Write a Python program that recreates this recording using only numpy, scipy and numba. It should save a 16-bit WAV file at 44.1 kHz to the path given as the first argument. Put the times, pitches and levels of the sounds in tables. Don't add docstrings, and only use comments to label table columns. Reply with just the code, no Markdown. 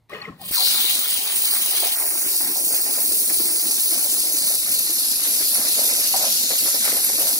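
import sys
import numpy as np
from scipy import signal
from scipy.fft import rfft, irfft, next_fast_len
from scipy.io import wavfile
from scipy.ndimage import uniform_filter1d, map_coordinates
from numba import njit

SR = 44100
rng = np.random.default_rng(int(sys.argv[2]) if len(sys.argv) > 2 else 0)


def elevation(decibels):
    levels = np.asarray(decibels, float)
    return 10 ** (levels / 20)


def wav_record(signal):
    frames = np.transpose(np.atleast_2d(signal))
    bounded = np.clip(frames, -1, 1)
    quanta = np.round(bounded * 32767).astype(np.int16)
    wavfile.write(sys.argv[1], SR, quanta)


N = 325899
TIME = np.arange(N) / SR
THUD_S, STRIKE_S, THROUGH_S = .285, .510, 1.95

# (time [s], hiss level [dB], blowback [0-1, share of gas thrown back up out of the cut])
JET_COURSE = [(.37, -66, .6), (.41, -47, .6), (.46, -31, .6), (.481, -34, .2), (.485, -29, 0.2),
              (.509, -30, .2), (.511, -25, 0.3), (.55, -21.5, 0.51), (.82, -19.5, 0.38), (1.2, -23.5, 0.47),
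              (1.45, -20, 0.3), (1.9, -21.5, 0.45), (2.04, -20, 0.17), (2.3, -21.5, 0.45),
              (3.05, -19.5, 0.33), (4.0, -19.5, 0.49), (4.9, -21, 0.59), (5.7, -18.5, 0.59),
              (6.45, -21.5, 0.86), (6.7, -19, 0.68), (7.39, -20, 0.53)]
# (time [s], level [dB])
STEADY_BOIL = [
    (.5, -53.5),
    (.8, -47.5),
    (1.1, -51.5),
    (1.9, -49),
    (2.3, -47),
    (3.3, -43.5),
    (4.0, -47.5),
    (4.9, -48),
    (5.6, -46),
    (7.39, -47),
]
# (time [s], travel [0-1])
TORCH_TRAVEL = [
    (0, 0.3),
    (.44, .01),
    (1.9, 0.03),
    (3.2, 0.2),
    (3.7, .27),
    (4.3, 0.55),
    (4.8, 0.8),
    (5.7, 0.9),
    (6.6, 1.0),
    (7.39, 1.0),
]


def curves(table, at=TIME):
    s, *columns = np.transpose(table)
    return [np.interp(at, s, c) for c in columns]


def ramp(start, length, at=TIME):
    return np.clip((at - start) / length, 0, 1)


def unit(x):
    return x / np.sqrt(np.mean(x ** 2))


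def colour(x, table):
    hz, db = np.transpose(table)
    size = next_fast_len(x.shape[-1])
    f = np.maximum(np.fft.rfftfreq(size, 1 / SR), 1)
    gain = elevation(np.interp(np.log(f), np.log(hz), db, -90, -90))
    return unit(irfft(rfft(x, size) * gain, size)[..., :x.shape[-1]])


def walk(rate):
    k = max(int(SR / rate), 1)
    held = np.repeat(rng.standard_normal(N // k + 1), k)
    return unit(uniform_filter1d(uniform_filter1d(held, k), k)[:N])


def flutter(rate):
    w = walk(rate)
    return unit(w - uniform_filter1d(w, size=SR // 3))


@njit
def svf(x, hz, width):
    y, b, l = np.empty(len(x)), 0., 0.
    for i in range(len(x)):
        g, k = np.tan(np.pi * hz[i] / SR), width / hz[i]
        v = (b + g * (x[i] - l)) / (1 + g * (g + k))
        b, l, y[i] = 2 * v - b, l + 2 * g * v, k * v
    return y


def sputter(rate, size_db, fade_s):
    sizes = np.minimum(rng.exponential(size=N), 2.5)
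    kicks = (rng.random(N) < rate / SR) * elevation(size_db * sizes)
    return unit(1 + signal.lfilter([1], [1, -np.exp(-1 / (fade_s * SR))], kicks))


def jet():
    # (pitch [Hz], level [dB per Hz])
    hiss_colour = [(6500, -14.5), (7700, -17), (8300, -10), (9400, -8.5), (10000, -7), (10900, -1.5),
                   (11800, -4.5), (12600, -5.5), (13600, -3.5), (15000, -5), (15600, -2), (16500, -56)]
    shield_colour = [(4300, -8), (5300, -0.5), (5800, -0.5), (6500, -1.5), (7000, -3), (7600, -8.5),
                     (8500, -3)]
    pierce_colour = [(1500, -23), (2400, -3.5), (3100, 5), (3500, -0.5), (3950, 3.5), (4500, 0), (5000, 2),
                     (5600, -42)]
    kerf_colour = [(1800, -33), (2600, -5), (3400, -2.5), (3900, 0.5), (4300, 3.5), (4900, 1), (5300, -5),
                   (6000, -19)]
    # (time [s], pitch [Hz], level over the roar [dB])
    hole_whistle = [
        (.5, 4670, -9),
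        (.6, 4400, 2.5),
        (.8, 3770, 3.5),
        (1.1, 3570, -5.5),
        (1.4, 3900, -34),
        (1.7, 3270, -13),
        (1.95, 3420, -6),
    ]
    hiss_db, blowback = curves(JET_COURSE)
    arc = unit(sputter(rate=110, size_db=-10.0, fade_s=0.0034) * elevation(0.034 * walk(40) + .5 * walk(430)))

    def gas(table, own_db):
        return colour(rng.standard_normal(N) * arc, table) * elevation(own_db * flutter(13))

    through, lit = ramp(THROUGH_S, 0.01), ramp(STRIKE_S, .03)
    hole_hz, hole_db = curves(hole_whistle)
    whistle = svf(svf(rng.standard_normal(N) * arc, hole_hz, 1300.0), hole_hz, 2000.0)
    blind = elevation(3.5) * (gas(pierce_colour, 0.59) + elevation(hole_db) * unit(whistle))
    opened = (0.45 + 0.39 * ramp(THROUGH_S, 0.084)) * gas(kerf_colour, 0.3)
    roar = (1 - through) * blind + through * opened
    gasp_db, gasp_s = -2, 0.016
    surge = 0.5 * flutter(12) + gasp_db * np.exp(-((TIME - THROUGH_S - gasp_s) / gasp_s) ** 2)
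    cold = elevation(-47 + 4 * ramp(.475, .02)) * ramp(.385, .06) * (1 - lit)

    def region(base_db, blowback_db, feel, cold_db):
        return cold * elevation(cold_db) + lit * elevation(hiss_db + base_db + blowback_db * blowback + feel * surge)

    catch_s = .004
    catch = 1 - .6 * ramp(STRIKE_S - 2.5 * catch_s, catch_s) * (TIME < STRIKE_S)
    hiss = catch * elevation(hiss_db + surge) * (TIME > JET_COURSE[0][0]) * gas(hiss_colour, 0.19)
    shield = region(-18, 15.5, 0.93, -6) * gas(shield_colour, 0.28)
    return hiss + shield + region(-18.5, 16, 0.82, 0) * roar


def boiling():
    # (time [s], peak [dB], small bubbles minus peak [dB], length [s])
    steam_bursts = [(1.757, -30, -12, 0.1), (1.816, -23.5, -5.5, 0.041), (1.99, -26.5, -6, 0.059),
                    (2.245, -25, -28, 0.035), (2.392, -27.5, -13, 0.1), (2.553, -33.5, -1, 0.044),
                    (2.704, -29, -6.5, 0.067), (2.853, -26.5, -9.5, 0.11), (2.972, -23.5, -9, 0.031),
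                    (3.29, -17.5, -10, 0.02), (3.392, -23, -32, 0.022), (3.44, -26, -20, 0.031),
                    (3.617, -31, -12, 0.031), (3.92, -31, -8, 0.077), (4.03, -34, -8.5, 0.093),
                    (4.23, -33, -8.5, 0.1), (4.41, -36, -3.5, 0.06), (4.492, -32, -3.5, 0.041),
                    (5.258, -24, -14, 0.054), (5.402, -20, -18, 0.024), (5.523, -26.5, -10, 0.12),
                    (5.765, -25, -6.5, 0.066), (5.87, -27, -10, 0.17), (6.133, -21, -2, 0.039),
                    (6.201, -17.5, -6.5, 0.046), (6.497, -17, -13.5, 0.042), (6.655, -20.5, -11.5, 0.04),
                    (6.736, -26, -3, 0.031), (6.84, -16, -14.5, 0.11), (7.081, -21, -12.5, 0.051),
                    (7.178, -22.5, -9, 0.11)]
    hiss_db, blowback = curves(JET_COURSE)
    boil_db = curves(STEADY_BOIL)[0] + 0.34 * flutter(9.9)
    blind = 1 - ramp(THROUGH_S + 0.24, 0.21)
    deep = elevation(boil_db + 1.46 * flutter(17)) ** 2
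    small = elevation(boil_db - 6.5 + 7 * blowback + 6.5 * blind + 0.35 * flutter(11)) ** 2
    wash = elevation(hiss_db - 31 + 9.5 * blowback + 8.0 * blind + 1.67 * flutter(11)) ** 2
    for s, db, small_db, length in steam_bursts:
        i = int(s * SR)
        u = TIME[:min(SR // 2, N - i)]
        burst = elevation(db - 10.5) ** 2 * np.minimum(u / .014, 1) * np.exp(-(u / max(length, .01)) ** 2)
        deep[i:i + len(u)] += burst * elevation(-0.53 * (small_db + 15.5) - 0.69 * (db + 35.5)) ** 2
        small[i:i + len(u)] += burst * elevation(small_db + 7) ** 2
        wash[i:i + len(u)] += burst * elevation(-3.5 - 0.29 * (db + 29.5)) ** 2
    return np.sqrt([deep, small, wash]) * ramp(STRIKE_S, 0.011)


def bubbles(centre_hz, spread, width_hz, rate, size_db, count=4):
    out, centre = 0, centre_hz * (1 - 0.17 * curves(TORCH_TRAVEL)[0])
    for _ in range(count):
        knocks = (rng.random(N) < rate / count / SR) * elevation(size_db * rng.exponential(size=N))
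        knocks = knocks * rng.standard_normal(N)
        hz = centre * np.exp(spread * walk(25))
        out = out + svf(svf(knocks, hz, width_hz), hz, 2.33 * width_hz)
    return unit(out)


def pool(deep_gain, small_gain, wash_gain):
    # (pitch [Hz], level [dB per Hz])
    wash_colour = [(700, -5), (1000, -5.5), (1300, -2), (1700, -2), (2200, 1.5), (2700, -3)]
    gulps = bubbles(centre_hz=339.0, spread=0.15, width_hz=91.0, rate=900, size_db=1.5)
    small = bubbles(centre_hz=720, spread=0.15, width_hz=178.0, rate=1500, size_db=2.0)
    wash = colour(rng.standard_normal(N) * sputter(rate=85, size_db=2.0, fade_s=0.0027), wash_colour)
    return deep_gain * gulps + small_gain * small + wash_gain * wash


def strike():
    # (time [s], pitch [Hz], level [dB])
    crater_hollow = [
        (.53, 2300, -34),
        (.555, 1490, -35),
        (.58, 1010, -32),
        (.61, 765, -31),
        (.63, 710, -30),
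        (.66, 640, -48),
    ]
    # (time [s], peak [dB], push length [s], spit [dB])
    arc_cracks = [(.095, -50, .0003, -46), (.415, -37, .0004, -29), (.4835, -50, .0003, -28),
                  (.490, -33, .0003, -36), (.492, -50, .0003, -27), (.4995, -50, .0003, -29),
                  (.5102, -22, .0008, -22), (.5135, -50, .0003, -16), (.5425, -50, .0003, -21),
                  (.5475, -50, .0003, -20), (2.992, -28, .0006, -34)]
    hz, db = curves(crater_hollow)
    out = elevation(db) * unit(svf(rng.standard_normal(N), hz, 130.0))
    out *= (TIME > crater_hollow[0][0]) * (TIME < crater_hollow[-1][0])
    u = TIME[:SR // 10]
    for s, db, push, spit_db in arc_cracks:
        i = int(s * SR)
        out[i:i + len(u)] += elevation(db) * 3 * u / push * np.exp(-u / push) * np.cos(0.74 * u / push)
        spit = np.diff(rng.standard_normal(len(u) + 1))
        out[i:i + len(u)] += elevation(spit_db) * np.exp(-u / 0.003) * spit
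    return out


def shim():
    # (time [s], scrape level [dB])
    drag = [
        (0.095, -39),
        (.121, -33),
        (0.133, -28),
        (0.201, -36),
        (0.223, -31),
        (0.291, -37.5),
        (0.321, -70),
        (0.425, -43.5),
        (0.52, -50),
    ]
    # (pitch [Hz], width [Hz], level [dB])
    shim_modes = [(408, 15, -4), (588, 29, -1), (820, 26, -4), (1068, 26, 1), (1236, 38, 0.5),
                  (1700, 44, -5), (1867, 27, 5), (2200, 51, -5), (2520, 40, -3), (2460, 25, -2),
                  (2900, 54, -10), (4340, 54, -23), (5330, 130, -12)]
    t = TIME[:SR]
    scrape_db = curves(drag, t)[0]
    slips = rng.standard_normal(SR) * elevation(5.3 * walk(300)[:SR])
    modes = 0
    for hz, width, db in shim_modes:
        modes = modes + elevation(db) * unit(svf(slips, np.full(SR, 1. * hz), 0.5 * width))
    rasp = colour(slips, [(250, -21), (500, -3.0), (3000, 1), (4000, -19)])
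    body = unit(unit(modes) + elevation(-5) * rasp)
    thud = unit(svf(rng.standard_normal(SR), np.full(SR, 170.), 49.0))
    u = t - THUD_S
    thud *= elevation(-50) + elevation(-46) * np.exp(-abs(u) / np.where(u < 0, 0.015, 0.08))
    grit = colour(slips, [(3000, 11), (4500, 0.0), (7000, -22), (15500, 2)]) * elevation(scrape_db - 26)
    soft_hiss = colour(rng.standard_normal(SR), [(2000, 0), (4500, 10.0), (7500, -10), (11000, -1), (15700, 2)])
    grit += elevation(-48.5 - 60 * (t - drag[0][0])) * soft_hiss
    moving = (t > drag[0][0]) * (t < drag[-1][0])
    return np.pad((elevation(scrape_db - 4.5) * body + thud + grit) * moving, (0, N - SR))


def rings():
    # (time [s], peak [dB], pitch [Hz], length [s], glide [Hz per s])
    shim_rings = [(.105, -33, 1110, .008, 3000), (.13, -30, 430, .006, 0), (.138, -31, 428, .014, 300),
                  (.135, -25, 2060, .005, 500), (.15, -33, 450, .008, 0), (.146, -38, 1100, .008, 0),
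                  (.165, -38, 2530, .008, 0), (.17, -35, 480, .008, 0), (.19, -39, 430, .02, 0),
                  (.213, -37, 1130, .005, 0), (.218, -32, 1880, .012, 500), (.219, -25, 4340, .005, 0),
                  (.222, -37, 2540, .012, -500), (.228, -37, 1100, .008, 0), (.24, -37, 1900, .02, 0),
                  (.243, -35, 2430, .01, -15000), (.2545, -25, 2090, .006, -9000),
                  (.272, -39, 2000, .006, 0), (.28, -32, 440, .014, -1500), (.288, -33, 1076, .01, 0),
                  (.29, -38, 1300, .01, 0), (.3, -35, 300, .02, -4000), (.325, -41, 1100, .012, 0),
                  (.4, -41, 800, .012, -500), (.4165, -32, 760, .009, -4000), (.43, -39, 690, .008, -3000)]
    out, chatter = np.zeros(N), elevation(2.0 * walk(153.5))[:SR]
    wander_rad = .6 * walk(141.0)[:SR]
    for s, db, hz, length, glide in shim_rings:
        u = TIME[:SR] - s
        swell = np.exp(-(u / length / np.where(u < 0, .5, 1)) ** 2)
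        out[:SR] += elevation(db) * chatter * swell * np.sin(2 * np.pi * (hz + glide * u / 2) * u + wander_rad)
    return out


def rumble(deep_gain):
    # (pitch [Hz], level [dB per Hz])
    tank_colour = [(15, -49), (25, -15), (64, -39), (97, -6.5), (135, -12.5), (220, -1.5), (290, -44),
                   (480, -120)]
    # (time [s], peak [dB])
    tank_jolts = [(.3, -47), (0.511, -49), (1.764, -71), (2.781, -61), (2.985, -50), (3.145, -50),
                  (3.292, -69), (3.596, -55), (4.209, -66), (4.964, -58), (5.127, -59), (5.577, -54),
                  (5.882, -61), (6.038, -61), (6.354, -52), (6.947, -54), (7.28, -52)]
    shake = elevation(-59 + 1.4 * flutter(9) + 0.79 * (curves(STEADY_BOIL)[0] + 45.0))
    shake *= (deep_gain * elevation(40.0) + 0.031) ** 0.36 * colour(rng.standard_normal(N), tank_colour)
    shudder_db = 19.5 * np.exp(-(TIME - THUD_S) / 0.74)
    shake *= elevation(shudder_db + 1 - ramp(THROUGH_S, 0.36))
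    blows = np.zeros(N)
    s, db = np.transpose(tank_jolts)
    blows[(s * SR).astype(int)] = elevation(db)
    u = np.arange(int(.08 * SR)) / SR / 0.0047
    jolt = 3.4 * u * np.exp(-u) * np.cos(2.0 * u)
    return shake * ramp(THUD_S - .02, .03) + signal.fftconvolve(blows, jolt)[:N]


def shop_hum():
    # (pitch [Hz], level [dB per Hz])
    hum_colour = [(25, -22), (45, -8), (110, 0), (170, -14), (500, -24), (800, -20), (1600, -36),
                  (2100, -27), (2500, -37), (4400, -33), (5000, -40), (15500, -43)]
    hum = colour(0.27 * rng.standard_normal((2, N)) + rng.standard_normal(N), hum_colour)
    return hum * elevation(-63.5 - 12 * ramp(.5, 1.0))


def ports(x):
    # (pitch [Hz], likeness [0-1], left minus right [dB])
    port_match = [(150, 0.98, 0.3), (684, 0.7, 1), (1400, 0.4, 1.4), (2300, 0.6, -0.5), (3110, 0.74, 2),
                  (3785, 0.5, 3.5), (4180, 0.3, 4.5), (5280, 0.5, 1), (6730, 0.11, -1.7), (7500, 0.19, 3.5),
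                  (7920, 0.02, 3), (8480, 0.5, 1), (9100, 0.5, -1), (11100, 0.65, -0.7), (11640, 0.2, 1.5),
                  (12140, 0.6, 1), (13500, 0.7, -4.5), (13550, 0.6, 0.5), (14700, .72, 2)]
    # (pitch [Hz], while the torch dwells [rad], at the end of its travel [rad])
    left_leads = [(100, .1, .1), (690, .75, .6), (1460, .85, .65), (2240, 1.6, 1.6), (2700, 2.2, 2.3),
                  (3200, 3.05, 3.0), (3650, 3.5, 2.2), (4000, 2.7, 1.7), (4560, 1.65, 1.2), (5340, .45, .2),
                  (6100, -.6, -1.7), (6900, -.5, -1.5), (7450, 0, -.15), (8440, -.2, -1.7),
                  (9250, .1, -.35), (10000, .6, -.5), (10770, 1.6, -.2), (11540, 2.6, .1),
                  (12100, 2.95, .7), (13250, 3.35, 1.9), (13870, 4.5, 2.6), (14640, 5.8, 3.0),
                  (15420, 6.2, 3.4)]
    # (time [s], pitch at which the ports hear the roar opposed [Hz], scatter of the roar [dB])
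    spray_path = [(0, 3200, 8), (.41, 3180, -3), (.45, 3080, -15), (.64, 3150, -7.5), (.75, 3200, -1.5),
                  (1.35, 3110, -1), (1.52, 3130, -9.5), (1.66, 3140, -0.5), (1.91, 3170, 1),
                  (1.94, 3450, -10), (2.25, 3440, -9.5), (2.35, 3260, -3), (2.42, 3270, -8),
                  (2.8, 3280, -10.5), (2.92, 3170, -3.5), (3.05, 3350, -8.5), (3.3, 3090, -2),
                  (3.55, 3040, -7.5), (3.7, 3030, -5.5), (3.92, 3006, -8), (4.03, 3136, -5),
                  (4.12, 3100, -3), (4.21, 3100, -4.5), (4.5, 3090, -8.5), (4.6, 3150, -5.5),
                  (4.75, 3200, -6), (4.92, 3140, -4.5), (5.0, 3100, -2.5), (5.3, 3080, -0.5),
                  (5.8, 3180, -3), (5.95, 3390, -7), (6.08, 3300, -1.5), (6.2, 3240, -3), (6.36, 3250, 1),
                  (6.52, 3106, -4), (6.66, 3070, -0.5), (6.93, 3180, -3), (7.07, 3240, -7),
                  (7.13, 3170, -0.5), (7.18, 3300, -7.5), (7.23, 3220, 3), (7.3, 3220, -7)]
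    # (time [s], scatter [dB])
    steam_haze = [(0, 2), (.42, 2), (.5, -3), (.9, -4), (1.0, -8), (1.45, -8), (1.55, -4), (1.7, -5),
                  (1.91, -6), (1.94, 0), (3.28, 0), (3.34, -8), (3.8, -7), (3.9, -3), (4.05, -10),
                  (4.5, -9), (5.1, -5.5), (5.4, -3), (6.15, -2.5), (6.42, 3), (6.7, -3), (7.1, -4),
                  (7.39, 0)]
    hz, s, direct = signal.stft(x, SR, nperseg=512)
    patches = uniform_filter1d(rng.standard_normal(direct.shape), size=14, axis=0)
    patches = uniform_filter1d(patches, size=6, axis=1)
    direct = direct * elevation(1.51 * unit(patches))
    shop_t60_s = 0.28
    keep = elevation(-120 * (s[1] - s[0]) / shop_t60_s)
    lingering = signal.lfilter([1 - keep], [1, -keep], abs(direct) ** 2)
    scatter = np.sqrt(lingering) * np.exp(2j * np.pi * rng.random((2, *direct.shape)))
    start, end = (c[:, None] for c in curves(left_leads, hz))
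    like, left_db = (c[:, None] for c in curves(port_match, hz))
    (opposed_hz, low_db), high_db = curves(spray_path, s), curves(steam_haze, s)[0]
    high_db = np.where((hz[:, None] < 10200) & (s < 5.15), np.minimum(high_db, -3.5), high_db)
    shading = 1.3 + (3.03 - 1.3) * (1 - ramp(STRIKE_S, THROUGH_S - STRIKE_S, s))
    travel = curves(TORCH_TRAVEL, s)[0] + 0.062 * np.interp(s, TIME, 0.32 * walk(4) + 0.97 * walk(25))
    lead = start + (end - start) * travel
    slide = 1 + (3200 / opposed_hz - 1) * ramp(6000, -1500, hz)[:, None]
    where = [np.arange(len(hz))[:, None] * slide, np.arange(len(s)) + 0 * slide]
    lead = map_coordinates(lead, where, order=1)
    lead = lead - 0.1 * np.sin(2 * lead)
    like = np.clip(like, .05, .99)
    scatter_db = np.where(hz[:, None] < 6000, low_db, high_db)
    scatter_db = scatter_db - 1.3 * unit(patches[::-1]) - 1.3 * np.cos(lead) ** 2
    odds = (1 - like) / like * elevation(scatter_db) ** 2
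    half = np.exp(.5j * lead) * elevation(left_db * shading / 2)
    pair = np.array([half, 1 / half]) * direct
    pair = pair + np.array([abs(half), 1 / abs(half)]) * np.sqrt(2 * odds) * scatter
    return signal.istft(pair / np.sqrt(1 + odds), SR, nperseg=512)[1][:, :N]


def scene():
    hum = shop_hum()
    close = rings() + strike()
    water = boiling()
    cut, slide, table = jet() + pool(*water), shim(), rumble(water[0])
    close = close + 0.29 * slide
    far = ports(cut + 0.69 * slide + 0.31 * table)
    return far + 0.76 * table + [elevation(-2.0) * close, elevation(-6.5) * np.roll(close, 4)] + hum


def matrix(x, under_db):
    late = 1024 - 288
    frame = dict(window="cosine", nperseg=2048, noverlap=1024)
    padded = np.pad([x[0] + x[1], x[0] - x[1]], [(0, 0), (late, 0)])
    both = signal.stft(padded / 2, **frame)[2]
    bins = np.arange(both.shape[1])
    number = np.where(bins < 320, 10 * np.log(bins + 20), bins / 22 + 45).astype(int)
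    first, band = np.unique(number, True, True)[1:]
    power = np.add.reduceat(abs(both) ** 2, first, axis=1)[:, band]
    uneven = uniform_filter1d(rng.standard_normal((len(first), both.shape[2])), size=2)[band]
    limit_db = under_db + 2.4 * uneven
    kept = (power > power[::-1] * elevation(-2 * limit_db)) | (bins[:, None] < 110)
    kept |= (abs(both) ** 2).sum(axis=(0, 1)) < elevation(-50 + 20) ** 2
    kept |= abs((np.arange(both.shape[2]) * 1024 - late) / SR - STRIKE_S) < 1024 / SR
    mid, side = signal.istft(both * kept, **frame)[1][:, late:late + N]
    return np.array([mid + side, mid - side])


def band_limit(x):
    return signal.sosfilt(signal.butter(12, 16990, fs=SR, output="sos"), x)


def record(dry):
    rounded = np.tanh(2.1 * dry) / 2.0
    x = matrix(rounded, under_db=8.5)
    x = signal.sosfilt(signal.ellip(12, .2, 80, 15780, fs=SR, output="sos"), x)
    return band_limit(x)


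dry = scene()
out = record(dry)
wav_record(out)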